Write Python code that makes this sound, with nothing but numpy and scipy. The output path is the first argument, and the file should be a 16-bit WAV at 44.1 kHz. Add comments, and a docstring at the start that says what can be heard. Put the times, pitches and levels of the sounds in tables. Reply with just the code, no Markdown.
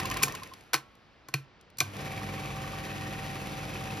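"""A quiet room, heard close to a small film projector: its motor is switched off and coasts down,
a lever is clacked through its stops, and the motor starts again.
Sines locked to the shaft or the mains give frame shake, gear whine and hum; random impulses and
noise give the whir and chatter of the chain drive. The claw's strokes ring a spring plate, and
bursts of noise crack and ring the casing. Faint room air and a short reverberation surround it."""
import sys
import numpy as np
from scipy import signal
from scipy.fft import rfft, irfft
from scipy.io import wavfile

SR = 44100
rng = np.random.default_rng(int(sys.argv[2]) if len(sys.argv) > 2 else 0)


def transcribe(signal):
    """Save signal, clipped to [-1, 1], as a 16-bit WAV file at the path in sys.argv[1]."""
    frames = np.atleast_2d(signal).T
    limited = np.clip(frames, -1, 1)
    pcm = np.round(limited * 32767).astype(np.int16)
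    wavfile.write(sys.argv[1], SR, pcm)


N = 176400
T = np.arange(N) / SR  # time in s

CAM_HZ = 17.72  # cam turns per second at full speed
# Spectrum of a hard contact. Each row: frequency in Hz, gain in dB.
CRACK_TONE = [(300, -8.5), (1500, 11.5), (3300, 7), (6300, 5.5), (11500, 2), (16000, -10.5)]


def amp(db):
    """Decibels are a logarithmic measure of amplitude: 20 dB is a factor of ten."""
    return 10 ** (np.asarray(db) / 20)


def evened(x):
    """Root-mean-square normalization gives a signal unit mean power."""
    return x / np.sqrt(np.mean(x ** 2) + 1e-20)


def read(points, hz):
    """Interpolation along a logarithmic frequency axis follows musical intervals."""
    f, value = np.transpose(points)
    return np.interp(np.log(hz + 1), np.log(f + 1), value)


def curve(points):
    """An envelope is a piecewise linear function of time."""
    return np.interp(T, *np.transpose(points))


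def add(mix, s, sound):
    """Superposition: a sound is summed into the mix from time s, cut at the mix's ends."""
    i = round(s * SR)
    part = mix[max(i, 0):][:len(sound) + min(i, 0)]
    part += sound[max(-i, 0):][:len(part)]


def colour(x, points):
    """A minimum-phase filter: the Hilbert transform of log gain gives the phase of a causal response."""
    log_gain = read(points, np.fft.rfftfreq(8192, 1 / SR)) * np.log(10) / 20
    mirrored = np.r_[log_gain, log_gain[-2:0:-1]]
    response = np.exp(signal.hilbert(mirrored).conj())
    taps = np.fft.ifft(response).real[:4096]
    return signal.fftconvolve(x, taps)[:len(x)]


def slow(top_hz):
    """Sines of random phase, weaker towards high rates, sum to a slow fluctuation of rms 1."""
    rates = np.geomspace(top_hz / 20, top_hz, 16)
    phases = rng.random(16)
    coarse_t = T[::64]
    waves = np.sin(2 * np.pi * (rates * coarse_t[:, None] + phases)) / np.sqrt(rates)
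    return np.interp(T, coarse_t, evened(waves.sum(1)))


def air():
    """Room air is broadband noise, partly coherent between the two channels."""
    # Each row: frequency in Hz, spectral level in dB per Hz.
    air_tone = [(60, 1), (2400, -12.5), (5000, -21.5), (16000, -65.5)]
    level_db = -59
    shared, left, right = rng.standard_normal((3, N))
    pair = [colour(shared + .5 * own, air_tone) for own in (left, right)]
    return amp(level_db) * evened(np.array(pair))


def tones(turns, speed):
    """Forced vibration: frame shake and gear whine follow the shaft, hum follows the mains."""
    # Frame shake. Each row: multiple of the cam rate, level at full speed in dB rms.
    orders = [(3, -53.5), (7, -52), (8, -47), (9, -53), (26, -59), (30, -55.5)]
    # Hum. Each row: multiple of the mains hum, steady level at full speed in dB rms.
    hum_lines = [(1, -48), (2, -49.5), (3, -53.5)]
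    mains_hz, gear_hz = 100., 771.4  # gear whine at full speed
    gear_db, waver_db = -49, 1.5  # gear at full speed; rms waver of every line
    speed_power = 5.8  # amplitude of shake and whine against speed
    off_s, on_s, ramp_s = .236, 1.803, 0.03
    start_db, start_s = 4.5, 0.14  # surge of the first hum line about the start

    def line(cycles, db):
        wavering = amp(db + waver_db * slow(25))
        return np.sqrt(2) * wavering * np.sin(2 * np.pi * (cycles + rng.random()))

    driven = sum(line(k * turns, db) for k, db in orders)
    driven += line(turns * gear_hz / CAM_HZ, gear_db)
    before_off = np.clip((off_s - T) / ramp_s, 0, 1)
    after_on = np.clip((T - on_s) / ramp_s, 0, 1)
    strain = amp(start_db * np.exp(-abs(T - on_s) / start_s))
    hum = line(mains_hz * T, hum_lines[0][1]) * strain
    hum += speed * sum(line(k * mains_hz * T, db) for k, db in hum_lines[1:])
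    return driven * speed ** speed_power + (before_off + after_on) * hum


def whir(turns):
    """Random impulses of the links add in power to air and bearing hiss, swelling once per cam turn."""
    # Each row: time in seconds, level in dB.
    whir_level = [(.2, -38), (.4, -46.5), (.7, -62.5), (1.79, -100), (1.84, -48.5), (1.92, -47.5),
                  (1.97, -41), (4, -40)]
    # Each row: frequency in Hz, spectral level in dB per Hz.
    whir_tone = [(45, -8.5), (140, -4), (400, -9), (1600, -15), (2450, -14.5), (4300, -22), (8000, -26),
                 (11500, -29), (16000, -43.5)]
    # Each row: frequency in Hz, amplitude share that each channel has to itself.
    stray_share = [(100, 0.36), (1500, 0.84), (8000, 0.023)]
    links_per_s, spread_db = 1300, 3.5  # spread: mean of the random excess level before its limit
    link_share, swing_db = 0.38, 1.5  # power share of links; swing either way

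    sizes = amp(spread_db * np.minimum(rng.exponential(1, N), 5))
    links = (rng.random(N) < links_per_s / SR) * rng.choice([-1, 1], N) * sizes
    hiss = rng.standard_normal(N)
    drive = np.sqrt(link_share) * evened(links) + np.sqrt(1 - link_share) * hiss
    drive *= amp(swing_db * np.cos(2 * np.pi * turns))

    stray = rng.standard_normal((2, N))
    share = read(stray_share, np.fft.rfftfreq(N, 1 / SR))
    pair = irfft(np.sqrt(1 - share ** 2) * rfft(drive) + share * rfft(stray), N)
    pair = np.array([colour(channel, whir_tone) for channel in pair])
    return evened(pair) * amp(curve(whir_level))


def chatter(turns):
    """Impact excitation: links knock on sprockets, bunched by the cam.

    Each knock rings one part drawn at random for each channel, so often two together."""
    # Each row: ring frequency in Hz, level in dB, t60 in seconds,
    # time in seconds at which the microphone is nearest.
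    sprocket = [(1147, -2.5, 0.023, 2.45), (1875, -3.5, 0.023, 3.06), (2310, -5.5, .02, 2.3),
                (2564, -1, .02, 3.7)]
    # Each row: time in seconds, level in dB.
    chatter_level = [(.25, -39.5), (.85, -90.5), (1.88, -88.5), (1.97, -46.5), (4, -49.5)]
    # Each row: times per cam turn, depth of the modulation.
    swings = [(1, 0.37), (3, 0.32)]
    near_db, near_s = 6, 0.38  # rise at the nearest moment and its time scale
    knocks_per_s, spread_db = 800, 4.  # spread: mean of the random excess level before its limit

    bunch = 1
    for k, depth in swings:
        bunch = bunch * (1 + depth * np.cos(2 * np.pi * k * turns))
    sizes = amp(spread_db * np.minimum(rng.exponential(1, N), 3))
    knocks = (rng.random(N) < knocks_per_s / SR) * bunch * sizes
    parts = rng.integers(0, len(sprocket), (2, N))  # drawn apart for each channel
    t, out = T[:2500], np.zeros((2, N))
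    for k, (hz, db, t60, nearest_s) in enumerate(sprocket):
        ring = amp(db - 60 * t / t60) * np.sin(2 * np.pi * hz * t)
        near = amp(near_db * np.exp(-((T - nearest_s) / near_s) ** 2))
        out += [signal.oaconvolve(knocks * near * (p == k), ring)[:N] for p in parts]
    crossed = out + .5 * out[::-1]  # each channel also hears the other
    return evened(crossed) * amp(curve(chatter_level))


def claw(speed):
    """A damped resonator: each stroke pings a spring plate, ticks, and pings it again on the return."""
    # One stroke per cam turn. Each row: start in seconds, peak of the first ping in dB.
    strokes = [(-.0095, -29), (0.0457, -29.5), (0.103, -29.5), (0.16, -28), (.215, -28), (0.271, -32.5),
               (0.338, -33), (.417, -36.5), (0.513, -41.5)]
    plate_hz, t60, full_rise_s = 1059, 0.0093, 0.004  # rise at full speed
    tick_turn, tick_db, tick_s = .17, 3, 0.0025  # delay in turns; level before colouring, re first ping
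    back_turn, back_db = 0.24, -20.5  # delay in turns; peak re first ping

    out, t = np.zeros(N), T[:4000]
    tone = np.sin(2 * np.pi * plate_hz * t)
    ring = amp(-60 * t / t60) * tone
    for s, db in strokes:
        turn_s = 1 / CAM_HZ / speed[max(round(s * SR), 0)]
        rise_s = full_rise_s * np.sqrt(turn_s * CAM_HZ)  # slower strokes push longer
        push = t / rise_s * np.exp(-t / rise_s)
        push_noise, back_noise, tick_noise = rng.standard_normal((3, len(t)))
        for delay, gain_db, noise in ((0, 0, push_noise), (back_turn, back_db, back_noise)):
            ping = signal.fftconvolve(ring, push * (tone + 1.62 * noise))[:len(t)]
            add(out, s + delay * turn_s, amp(db + gain_db) * ping / abs(ping).max())
        burst = tick_noise * np.sqrt(t / tick_s) * np.exp(-t / tick_s)
        add(out, s + tick_turn * turn_s, amp(db + tick_db) * colour(burst, CRACK_TONE))
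    return out


def tiny_ticks():
    """A very short decaying noise burst has a broad spectrum and is heard as a tick."""
    # Each row: start in seconds, level before colouring in dB.
    ticks = [(0.033, -39), (0.073, -40.5), (0.1008, -34), (.142, -34), (.2245, -32), (0.3232, -37.5),
             (.474, -50), (.609, -53.5), (.953, -58.5), (1.612, -54), (1.702, -57.5), (1.772, -50),
             (1.967, -43)]
    # Each row: frequency in Hz, gain in dB.
    tick_tone = [(1500, -10), (5000, 2.5)]
    decay_s = 0.0017
    out, t = np.zeros(N), T[:1000]
    for s, db in ticks:
        burst = rng.standard_normal(len(t)) * np.exp(-t / decay_s)
        add(out, s, amp(db) * colour(colour(burst, CRACK_TONE), tick_tone))
    return out


def clack(s, db, length, thud_db, body_db, ring_db):
    """Modal excitation: an uneven rattle of contacts cracks and rings the casing; loose parts buzz after."""
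    # Corner frequencies in Hz of the thud, body (two), ring and top zones.
    zones_hz = [140, 330, 1300, 2400, 5500]
    # Casing modes. Each row: nominal frequency in Hz, level in dB, t60 in seconds.
    case_modes = [(137.5, -2.7, 0.18), (321, -7, 0.055), (453, -9.5, 0.056), (763, -4.5, 0.038),
                  (1088, 1, 0.039), (1120, -27.5, 0.68), (1330, -24, 0.496), (1548, -9.5, 0.12),
                  (2408, 6, 0.023), (4273, -3, .02)]
    crack_db, case_db = -2.5, -3.5
    lead_s, rise_s, bounce_s = .008, 0.00083, .002  # lead: room for the rise before the contact
    buzz_db, buzz_s = -16.5, 0.024
    detune, mode_rise_turns = 0.015, 0.68  # detune: share of frequency; rise in cycles of the mode

    t = T[:14000]
    zones = list(zip(zones_hz, (thud_db, body_db, body_db, ring_db, 0)))
    noise = rng.standard_normal((len(case_modes) + 1, len(t)))
    rise = np.exp(np.minimum(t - lead_s, 0) / rise_s)
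    rattle = rise * np.exp(-np.maximum(t - lead_s, 0) / length)
    # after the first contact, each bounce has a chance strength
    bounces = np.sqrt(rng.exponential(1, len(t)))[(t / bounce_s).astype(int)]
    rattle = rattle * np.where(t < lead_s + bounce_s, 1, bounces)
    buzz = rise * amp(buzz_db) * np.exp(-t / buzz_s)
    crack = noise[-1] * (rattle + buzz)
    out = amp(crack_db) * colour(colour(crack, CRACK_TONE), zones)

    offsets = rng.uniform(-1.1, 1, len(case_modes))
    for (hz, mode_db, t60), n, off in zip(case_modes, noise, offsets):
        envelope = (1 - np.exp(-t * hz / mode_rise_turns)) * amp(-60 * t / t60)
        ring = envelope * np.sin(2 * np.pi * hz * (1 + detune * off) * t)
        rung = signal.fftconvolve(ring, n * rattle)[:len(t)]
        out += amp(case_db + mode_db + read(zones, hz)) * rung / abs(rung).max()
    return s - lead_s, amp(db) * out


def room(x):
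    """Reverberation as sparse reflections of random sign, each band decaying at its own rate."""
    # Each row: frequency in Hz, t60 in seconds.
    room_t60 = [(150, .35), (14000, .14)]
    taps = np.zeros((2, SR // 2))
    at = np.arange(160, SR // 2 - 20, 20)
    at = at + rng.integers(0, 20, (2, len(at)))
    np.put_along_axis(taps, at, rng.choice([-1., 1.], at.shape), 1)
    taps[1] = taps[0] + 0.92 * taps[1]  # the channels are partly coherent
    hz, t, bands = signal.stft(taps, SR, nperseg=256)
    decay = amp(-60 * t / read(room_t60, hz)[:, None])
    tail = signal.istft(bands * decay, SR, nperseg=256)[1]
    tail = tail / np.linalg.norm(tail[0])
    return signal.fftconvolve(x[None], tail, axes=1)[:, :N]


def scene():
    """Superposition of all sources, the drive's parts sharing one shaft angle."""
    # Each row: time in seconds, speed as a share of full.
    speed_points = [(.25, 1), (.36, .72), (.52, .4), (.85, .02), (1.83, .02), (1.945, .86), (1.985, 1)]
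    # Lever and switch clacks. Each row: contact time in seconds, level in dB,
    # rattle decay time in seconds, thud gain in dB, body gain in dB, ring gain in dB.
    clacks = [(0.2314, -13, 0.0049, -13, -15, -52), (0.2351, -11, 0.00046, -18, -13, -7),
              (0.7341, -22.5, 0.014, -14, 1, -1.5), (1.2864, -40.5, 0.0029, -6.5, 0.5, -7),
              (1.3409, -22.5, 0.002, 0, -5.5, 0.5), (1.786, -27.5, 0.0038, -13, -17.5, -16.5),
              (1.8047, -15.5, 0.0009, -13.5, -32.5, -1), (1.8074, -28, 0.0061, -11, 2.5, -4)]
    waver = 0.001  # rms share of speed
    cam_peak_s = 3.078  # a moment at which the cam loads the chain most
    room_db = -19

    speed = curve(speed_points)
    turns = np.cumsum(CAM_HZ * speed * (1 + waver * slow(5.06))) / SR
    turns = turns - np.interp(cam_peak_s, T, turns)
    hits = claw(speed) + tiny_ticks()
    for row in clacks:
        add(hits, *clack(*row))
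    drive = tones(turns, speed) + whir(turns) + chatter(turns)
    return air() + drive + hits + amp(room_db) * room(hits)


def record(dry):
    """Two close microphone ports differ in phase and balance with frequency; then the band is limited."""
    # Each row: frequency in Hz, phase in radians by which the left leads.
    port_turn = [(0, 0), (2000, .9), (4700, .5), (7670, -2.9), (9560, -3.6), (11500, -6.2), (14600, -8.5)]
    # Each row: frequency in Hz, left minus right level in dB.
    port_tilt = [(300, 0), (1300, -2), (4400, 3.5), (8000, 0)]
    low_cut_hz, edge_hz = 40, 16400
    padded = N + 4096
    hz = np.fft.rfftfreq(padded, 1 / SR)
    phase = np.interp(hz, *np.transpose(port_turn))
    half = amp(read(port_tilt, hz) / 2) * np.exp(.5j * phase)  # half the difference to each side
    ports = irfft(rfft(dry, padded) * [half, 1 / half], padded)[:, :N]
    low_cut = signal.butter(4, low_cut_hz, 'high', fs=SR, output='sos')
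    ports = signal.sosfilt(low_cut, ports)
    band = signal.firwin(511, edge_hz, window=("kaiser", 9), fs=SR)
    return signal.oaconvolve(ports, band[None], "same")


dry = scene()
out = record(dry)
transcribe(out)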